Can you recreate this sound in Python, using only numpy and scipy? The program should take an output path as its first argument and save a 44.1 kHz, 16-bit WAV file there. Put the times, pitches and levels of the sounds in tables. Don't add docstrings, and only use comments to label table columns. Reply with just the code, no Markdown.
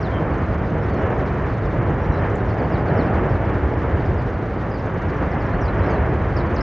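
import sys
import numpy as np
from scipy import signal
from scipy.fft import rfft, irfft
from scipy.io import wavfile

SR = 44100
rng = np.random.default_rng(int(sys.argv[2]) if len(sys.argv) > 2 else 0)


def wrap_up_sound(samples):
    columns = np.atleast_2d(samples).T
    tamed = np.clip(columns, -1, 1)
    steps = np.round(tamed * 32767).astype(np.int16)
    wavfile.write(sys.argv[1], SR, steps)


N = 291942
TIME = np.arange(N) / SR
FREQS = np.fft.rfftfreq(N, 1 / SR)

# middle t/s, level before trim/dB, pitch f/Hz, length/s
THUD_EVENTS = [(0.225, -17.5, 158, .06), (0.279, -22, 50, .09), (0.434, -16, 86.4, .06),
               (0.858, -17, 105.3, .045), (1.043, -14, 89.7, .065), (1.364, -19.5, 86, .06),
               (1.623, -16, 94.5, .055), (1.797, -15.5, 123.6, 0.0804), (1.883, -15, 86.7, .06),
               (1.916, -16.5, 154, .05), (2.015, -14.5, 90.5, .075), (2.08, -22, 50, .08),
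               (2.101, -10.5, 83, .04), (2.103, -15, 142, 0.049), (2.22, -17, 99.2, .055),
               (2.234, -20, 152, .06), (2.285, -16.5, 104.7, .06), (2.492, -17, 101, .06),
               (2.812, -18, 85.8, .06), (2.908, -17.5, 86.6, .07), (2.92, -14.5, 144, .06),
               (3.074, -21, 160, .055), (3.162, -13.5, 76, .085), (3.253, -17.5, 144.3, .06),
               (3.319, -15, 121.6, .06), (3.334, -18, 52, .08), (3.352, -15, 89, .06),
               (3.474, -14.5, 104.6, .045), (3.557, -13, 108.4, .045), (3.647, -13, 72.2, .1),
               (3.781, -14, 84.5, 0.049), (3.946, -11.5, 90.8, .05), (4.09, -16, 91.5, .055),
               (4.164, -17, 88, .05), (5.06, -16, 88, 0.06), (5.25, -19.5, 72.3, .07),
               (5.545, -20, 164, .055), (5.551, -19, 50, .08), (5.657, -16, 70, .06), (5.82, -14, 90, .06),
               (5.93, -15, 75.8, .06), (6.025, -14.5, 80.7, .08), (6.161, -14.5, 77.6, .07),
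               (6.362, -16, 88.6, .06), (6.409, -20, 146.4, .05), (6.477, -19, 81.7, 0.052),
               (6.551, -18.5, 84.6, .05)]


def gain_of(db):
    return 10 ** (np.asarray(db) / 20)


def evened(x):
    return x / np.sqrt(np.mean(x ** 2) + 1e-20)


def read(points):
    hz, value = np.transpose(points)
    return np.interp(np.log(FREQS + 1), np.log(hz + 1), value)


def over_time(points):
    s, *levels = np.transpose(points)
    return [np.interp(TIME, s, level) for level in levels]


def add(mix, s, sound):
    part = mix[max(round(s * SR), 0):][:len(sound)]
    part += sound[:len(part)]


def noise(gain):
    return evened(irfft(rfft(rng.standard_normal(N)) * gain, N))


def below(hz, order=8):
    return 1 / np.sqrt(1 + (FREQS / hz) ** (2 * order))


def above(hz, order=8):
    return np.sqrt(1 - below(hz, order=order) ** 2)


def steadied(x, seconds):
    window = signal.windows.hann(int(seconds * SR))
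    total = signal.fftconvolve(x ** 2, window, "same")
    weight = signal.fftconvolve(np.ones(N), window, "same")
    return x / np.sqrt(np.maximum(total / weight, 1e-9))


def eruption(deep_db=-3.5, rumble_db=-0.47, churn_db=0.6):
    # t/s, roar level/dB, rasp level/dB, both before the churn
    surges = [(0, -27, -33.5), (0.2, -24, -32.5), (0.42, -25, -31.5), (0.65, -26.5, -34), (0.77, -23, -33),
              (0.88, -25, -32.5), (.96, -23.5, -33), (1.03, -21, -26.5), (1.1, -22, -30), (1.19, -23, -32),
              (1.29, -26, -32), (1.43, -25.5, -32), (1.68, -26, -33.5), (1.85, -23, -31), (2.0, -24.5, -32),
              (2.24, -24, -30), (2.36, -24, -32), (2.52, -24.5, -33), (2.72, -23, -31.5),
              (2.88, -22.5, -32), (2.99, -19, -28.5), (3.13, -22.5, -30), (3.24, -20.5, -30),
              (3.4, -25.5, -33), (3.52, -23, -30.5), (3.68, -24.5, -33), (3.85, -24, -31),
              (4.12, -25, -33.5), (4.27, -27, -34.5), (4.65, -26.5, -35), (5.0, -27, -32.5),
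              (5.2, -25.5, -31.5), (5.45, -25, -31), (5.72, -25, -30.5), (5.86, -21.5, -28.5),
              (6.1, -24, -31), (6.24, -25.5, -32), (6.62, -23.5, -29.5)]
    # t/s, deepest bass level/dB, upper bass level/dB, both before trim
    swells = [(0, -30.5, -24), (0.3, -25.5, -23), (0.6, -26, -23), (1.0, -27, -24.5), (1.5, -25.5, -23),
              (2.0, -26, -23), (2.5, -27.5, -23), (2.9, -27.5, -20.5), (3.35, -25, -24), (3.75, -27.5, -25),
              (4.1, -24.5, -22), (4.5, -30, -26.5), (4.9, -28, -25), (5.35, -29, -23.5),
              (5.68, -21.5, -24.5), (6.05, -25, -20.5), (6.62, -23.5, -24)]
    # f/Hz, level/dB
    rumble_colour = [(20, -21), (30, -16.5), (40, -10), (51, -1.5), (60, -1.5), (70, 0.5), (82, -0.8),
                     (97, 0.3), (114, 0.7), (130, -2.5), (143, -2.5), (165, -6.5), (220, -5)]
    roar_colour = [(76, -30), (130, 0), (190, -4.7), (236, -9), (290, -7.5), (364, -7.7), (560, -10.5),
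                   (1300, -18), (1690, -49.5), (2860, -120)]
    rasp_colour = [(410, -24.5), (700, -0.5), (1810, -10), (2310, -17.5), (2530, -22.5), (3070, -27),
                   (3990, -43.5), (6750, -120)]
    deep_hz = 63.5

    roar_level, rasp_level = over_time(surges)
    deep_level, upper_level = over_time(swells)
    churn = churn_db * noise(below(13))
    bass = gain_of(read(rumble_colour))

    deep = steadied(noise(bass * below(deep_hz)), .5)
    deep = deep * gain_of(deep_level + deep_db)
    rumble = steadied(noise(bass * above(deep_hz) * below(170.0)), 0.2)
    rumble = rumble * gain_of(upper_level + throb() + rumble_db) * between_thuds()
    roar = steadied(noise(gain_of(read(roar_colour)) * above(167.4) * below(847)), 0.53)
    roar = roar * gain_of(roar_level + churn)
    rasp = noise(gain_of(read(rasp_colour)) * above(890) * below(3500, order=12))
    rasp = rasp * gain_of(rasp_level + churn)
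    return deep + rumble + roar + rasp


def throb(throbs_per_s=9.8, depth_db=0.8, wander=.2):
    turns = np.cumsum(throbs_per_s * (1 + wander * noise(below(4)))) / SR
    return depth_db * np.sin(2 * np.pi * (turns + rng.random()))


def between_thuds(thud_share=0.42):
    passing = np.zeros(N)
    for s, _, _, length in THUD_EVENTS:
        add(passing, s - length / 2, signal.windows.hann(int(length * SR)))
    return 1 - thud_share * np.minimum(passing, 1)


def thuds(trim_db=-0.5):
    out = np.zeros(N)
    for (s, db, hz, length), phase in zip(THUD_EVENTS, rng.random(len(THUD_EVENTS))):
        t = np.arange(int(length * SR)) / SR
        push = np.sin(2 * np.pi * (hz * t + phase)) * signal.windows.hann(len(t))
        add(out, s - length / 2, gain_of(db + trim_db) * push)
    return out


def shocks(width=0.00046, suction=0.0016):
    # middle t/s, level of the push before suction/dB
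    shock_events = [(2.992, -9.5), (3.003, -8), (3.022, -15), (3.108, -17)]
    t = np.arange(-SR // 100, SR // 100) / SR
    push = np.exp(-(t / width) ** 2)
    pull = width / suction * np.exp(-(t / suction) ** 2)
    out = np.zeros(N)
    for s, db in shock_events:
        add(out, s + t[0], gain_of(db) * (push - pull))
    return out


def birds(waver=.008, flicker_db=2.0, rough_hz=230, octave_db=-35, echo_t60=0.26, echo_db=2):
    # start t/s, length/s, start f/Hz, middle f/Hz, end f/Hz,
    # loudest point [0-1 of the length], roughness [0-1], level/dB
    near_chirps = [ (0.008, .027, 5850, 5550, 4950, 0.7, .35, -51),
                   (0.026, .06, 4900, 3950, 3280, .42, 0.35, -49.5),
                   (0.111, 0.085, 3170, 3150, 3030, 0.5, 0.3, -46),
                   (0.322, .027, 4850, 4450, 4050, .4, .2, -59),
                   (0.803, .05, 5100, 5350, 5450, .5, .15, -65),
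                   (0.895, 0.1, 4750, 4350, 4000, .3, 0.3, -61), (.99, .05, 5800, 5350, 4800, .3, .3, -64),
                   (1.252, .03, 6000, 5000, 4100, .5, .4, -60), (1.483, .04, 5400, 4500, 3900, .4, .3, -61),
                   (1.65, 0.028, 5900, 4900, 4000, .5, .3, -60),
                   (2.01, .05, 5400, 5650, 5750, .5, .15, -63),
                   (2.108, .06, 5950, 5400, 4670, .5, .45, -61),
                   (2.11, 0.084, 3990, 3980, 3940, .6, .45, -56),
                   (2.469, 0.055, 5900, 5000, 4050, 0.85, .4, -57.5),
                   (2.585, 0.028, 5150, 4650, 4150, .6, .15, -54.5),
                   (2.62, .05, 4800, 4550, 4400, .5, .6, -62),
                   (2.708, 0.064, 5800, 4600, 3450, .72, .2, -52.5),
                   (2.768, .05, 5200, 4850, 4450, 0.4, .25, -63),
                   (2.871, 0.039, 4750, 4350, 3800, .4, .5, -56.5),
                   (2.958, 0.032, 5900, 5420, 5000, 0.75, .2, -55),
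                   (2.983, 0.046, 4700, 4180, 3420, .35, .15, -48.5),
                   (2.995, 0.079, 5700, 5150, 4400, 0.3, .3, -63),
                   (3.051, .035, 5300, 4700, 4100, .5, .6, -59),
                   (4.048, .04, 5070, 4750, 4400, .4, .6, -61),
                   (4.168, .045, 5400, 4900, 4200, .6, .2, -59), (4.26, .03, 5900, 5200, 4500, .5, .3, -63),
                   (4.325, .04, 4850, 4550, 4200, .4, .3, -62),
                   (4.575, 0.032, 4950, 4600, 4350, .6, .4, -60),
                   (4.712, .016, 5400, 4950, 4650, .5, .15, -52),
                   (4.723, 0.068, 4900, 4680, 4200, .2, .45, -54.5),
                   (4.786, 0.036, 5800, 4800, 4000, 0.2, .6, -57),
                   (5.08, .039, 5830, 4800, 3950, .5, .25, -59), (5.16, .03, 6150, 5400, 4600, .4, .3, -60),
                   (5.307, .032, 6050, 5000, 3850, 0.4, .3, -56.5),
                   (5.398, .034, 5850, 4800, 4000, .5, .2, -56.5),
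                   (5.458, .023, 6100, 5300, 4600, .5, .3, -59),
                   (5.51, .05, 4000, 4280, 4480, .6, .2, -60.5),
                   (5.603, 0.09, 6280, 4900, 4080, 0.5, .5, -52),
                   (5.676, .022, 3950, 4000, 3950, .6, .15, -50),
                   (5.777, .028, 6240, 5500, 4400, .7, .5, -59),
                   (5.815, .075, 3900, 4100, 4400, .4, .4, -58),
                   (5.832, 0.09, 5400, 5150, 4700, 0.74, .75, -56.5),
                   (5.897, .02, 6380, 6480, 6380, .5, .1, -58), (5.895, .05, 5500, 6070, 6700, .3, .6, -63),
                   (5.89, .1, 4870, 4250, 3900, 0.6, .5, -56),
                   (6.364, 0.029, 5650, 4630, 4400, 0.3, 0.2, -42.5),
                   (6.393, .027, 4350, 3950, 3450, .55, .2, -50),
                   (6.462, .022, 4900, 4500, 4250, .4, .3, -59),
                   (6.546, .018, 6550, 6200, 5750, .7, .5, -55),
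                   (6.562, 0.016, 5700, 4500, 3850, 0.2, .3, -43),
                   (6.572, .035, 4900, 4200, 4000, .5, .8, -49),
                   (6.604, 0.019, 4770, 5220, 5100, .5, 0.2, -39.5)]
    trill_hz, trill_depth = 170.6, .035
    taper_db = 11
    near_db, echo_share, echo_growth = -50, 0.3, .2

    direct, scattered = np.zeros(N), np.zeros(N)
    wobble, flicker = noise(below(110, order=2)), noise(below(110))
    flutter = signal.hilbert(noise(below(2 * rough_hz, order=3)))
    flutter = flutter * np.exp(-2j * np.pi * rough_hz * TIME) / np.sqrt(2)

    for s, length, *pitches, loudest, rough, db in [*near_chirps, *far_chirps()]:
        u = np.linspace(0, 1, int(length * SR))
        here = (int(s * SR) + np.arange(len(u))) % N
        bend = np.polyfit([0, .5, 1], np.log(pitches), 2)
        hz = np.exp(np.polyval(bend, u)) * (1 + waver * wobble[here])
        trill = np.sin(2 * np.pi * trill_hz * TIME[here] + wobble[here])
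        warble = 1 + rough * trill_depth * trill
        turn = np.exp(2j * np.pi * np.cumsum(hz * warble) / SR)
        voice = turn + gain_of(octave_db) * turn ** 2
        tone = (voice * (1 - rough + rough * flutter[here])).real
        strength_db = flicker_db * flicker[here] - taper_db * abs(u - loudest)
        strength = signal.windows.tukey(len(u), .25) * gain_of(strength_db)
        whistle = gain_of(db) * evened(strength * tone) / np.sqrt(2)
        add(direct, s, whistle)
        add(scattered, s, echo_share * gain_of(echo_growth * (near_db - db)) * whistle)

    t = TIME[:SR // 2]
    trees = rng.standard_normal(len(t)) * gain_of(-60 * t / echo_t60)
    echo = signal.fftconvolve(scattered, trees / np.linalg.norm(trees))[:N]
    return direct + gain_of(echo_db) * echo


def far_chirps(count=64, level_db=-66.5, spread_db=7, shortest=.025, longest=0.065):
    # lowest f/Hz, highest f/Hz
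    flock_range = (4800, 5970)
    fall = .72
    when, slow, high, near, loudest, rough = rng.random((count, 6)).T
    start_s = (np.arange(count) + when) / count * N / SR
    length = shortest + (longest - shortest) * slow
    start_hz = np.interp(high, [0, 1], flock_range)
    db = level_db + spread_db * (near - .5)
    return np.transpose([start_s, length, start_hz, np.sqrt(fall) * start_hz, fall * start_hz,
                         loudest, rough / 2, db])


def ticking(ticks_per_s=12.5, offbeat_db=-4, first=0.064, width=.008):
    # t/s, level/dB
    tick_level = [(0, -67.5), (1.0, -62.5), (1.6, -66.5), (2.3, -64.5), (3.0, -68), (4.3, -67.5),
                  (5.0, -62.5), (5.7, -66.5), (6.62, -66)]
    # f/Hz, level/dB
    colour = [(3000, -18.0), (5000, -7.0), (6400, 5.5), (7100, -8.5), (8300, -25.5), (9500, -25.5),
              (10500, -18.5), (12000, -22)]
    beats = (TIME - first) * ticks_per_s
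    apart = abs((beats + .5) % 1 - .5) / ticks_per_s
    on_beat = np.exp(-(apart / width) ** 2)
    off_beat = np.exp(-((apart - .5 / ticks_per_s) / width) ** 2)
    pulse = on_beat + gain_of(offbeat_db) * off_beat
    uneven_db = 1.3 * noise(below(6))
    level, = over_time(tick_level)
    return noise(gain_of(read(colour)) * above(3000)) * pulse * gain_of(level + uneven_db)


def snap(boost_db=6.0, click_t60=.015, tail_t60=.07):
    # start t/s, level before boost/dB
    s, db = (2.357, -57.5)
    # f/Hz, level/dB
    colour = [(3500, -24), (5200, -7.0), (7200, 7), (8200, -6), (9000, -21), (11000, -15)]
    age = np.maximum(TIME - s, 0)
    fade = gain_of(-60 * age / click_t60) + gain_of(-6 - 60 * age / tail_t60)
    bright = noise(gain_of(read(colour)) * above(3500))
    return gain_of(db + boost_db) * bright * fade * (TIME >= s)


def hiss(level_db=-60, flicker_db=2.0):
    # f/Hz, level/dB
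    hiss_colour = [(2500, -9), (3500, 5.5), (4300, 0.5), (5200, -3), (6300, -8), (7200, -14.5), (8300, -28),
                   (9400, -34.5), (10500, -18.5), (11700, -25)]
    flicker = flicker_db * noise(below(24))
    return noise(gain_of(read(hiss_colour)) * above(2500)) * gain_of(level_db + flicker)


def scene():
    # f/Hz, level/dB
    side_gain = [(60, -21.5), (85, -28), (120, -24), (170, -24.5), (240, -22), (330, -26), (470, -21.5),
                 (660, -20.5), (940, -23), (1320, -20), (1860, -18.5), (2620, -26.5)]
    # f/Hz, level/dB
    left_lean = [(60, -0.5), (100, -0.5), (180, -1.0), (300, -0.5), (520, -0.5), (890, -0.5), (1530, -1.0),
                 (2620, -0.5)]
    mid = rfft(eruption() + thuds() + shocks() + birds() + ticking() + snap() + hiss())
    side = rfft(eruption()) * gain_of(read(side_gain)) * below(2800)
    lean = gain_of(read(left_lean) / 2)
    return irfft(np.array([mid * lean + side, mid / lean - side]), N)


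def record(dry, low_cut_hz=30, edge_hz=11900):
    low_cut = signal.butter(4, low_cut_hz, "highpass", fs=SR, output="sos")
    thinned = signal.sosfilt(low_cut, dry)
    ends = signal.windows.tukey(N, .001)
    band_limit = signal.firwin(511, edge_hz, window=("kaiser", 9), fs=SR)
    return signal.oaconvolve(thinned * ends, band_limit[None], "same")


dry = scene()
out = record(dry)
wrap_up_sound(out)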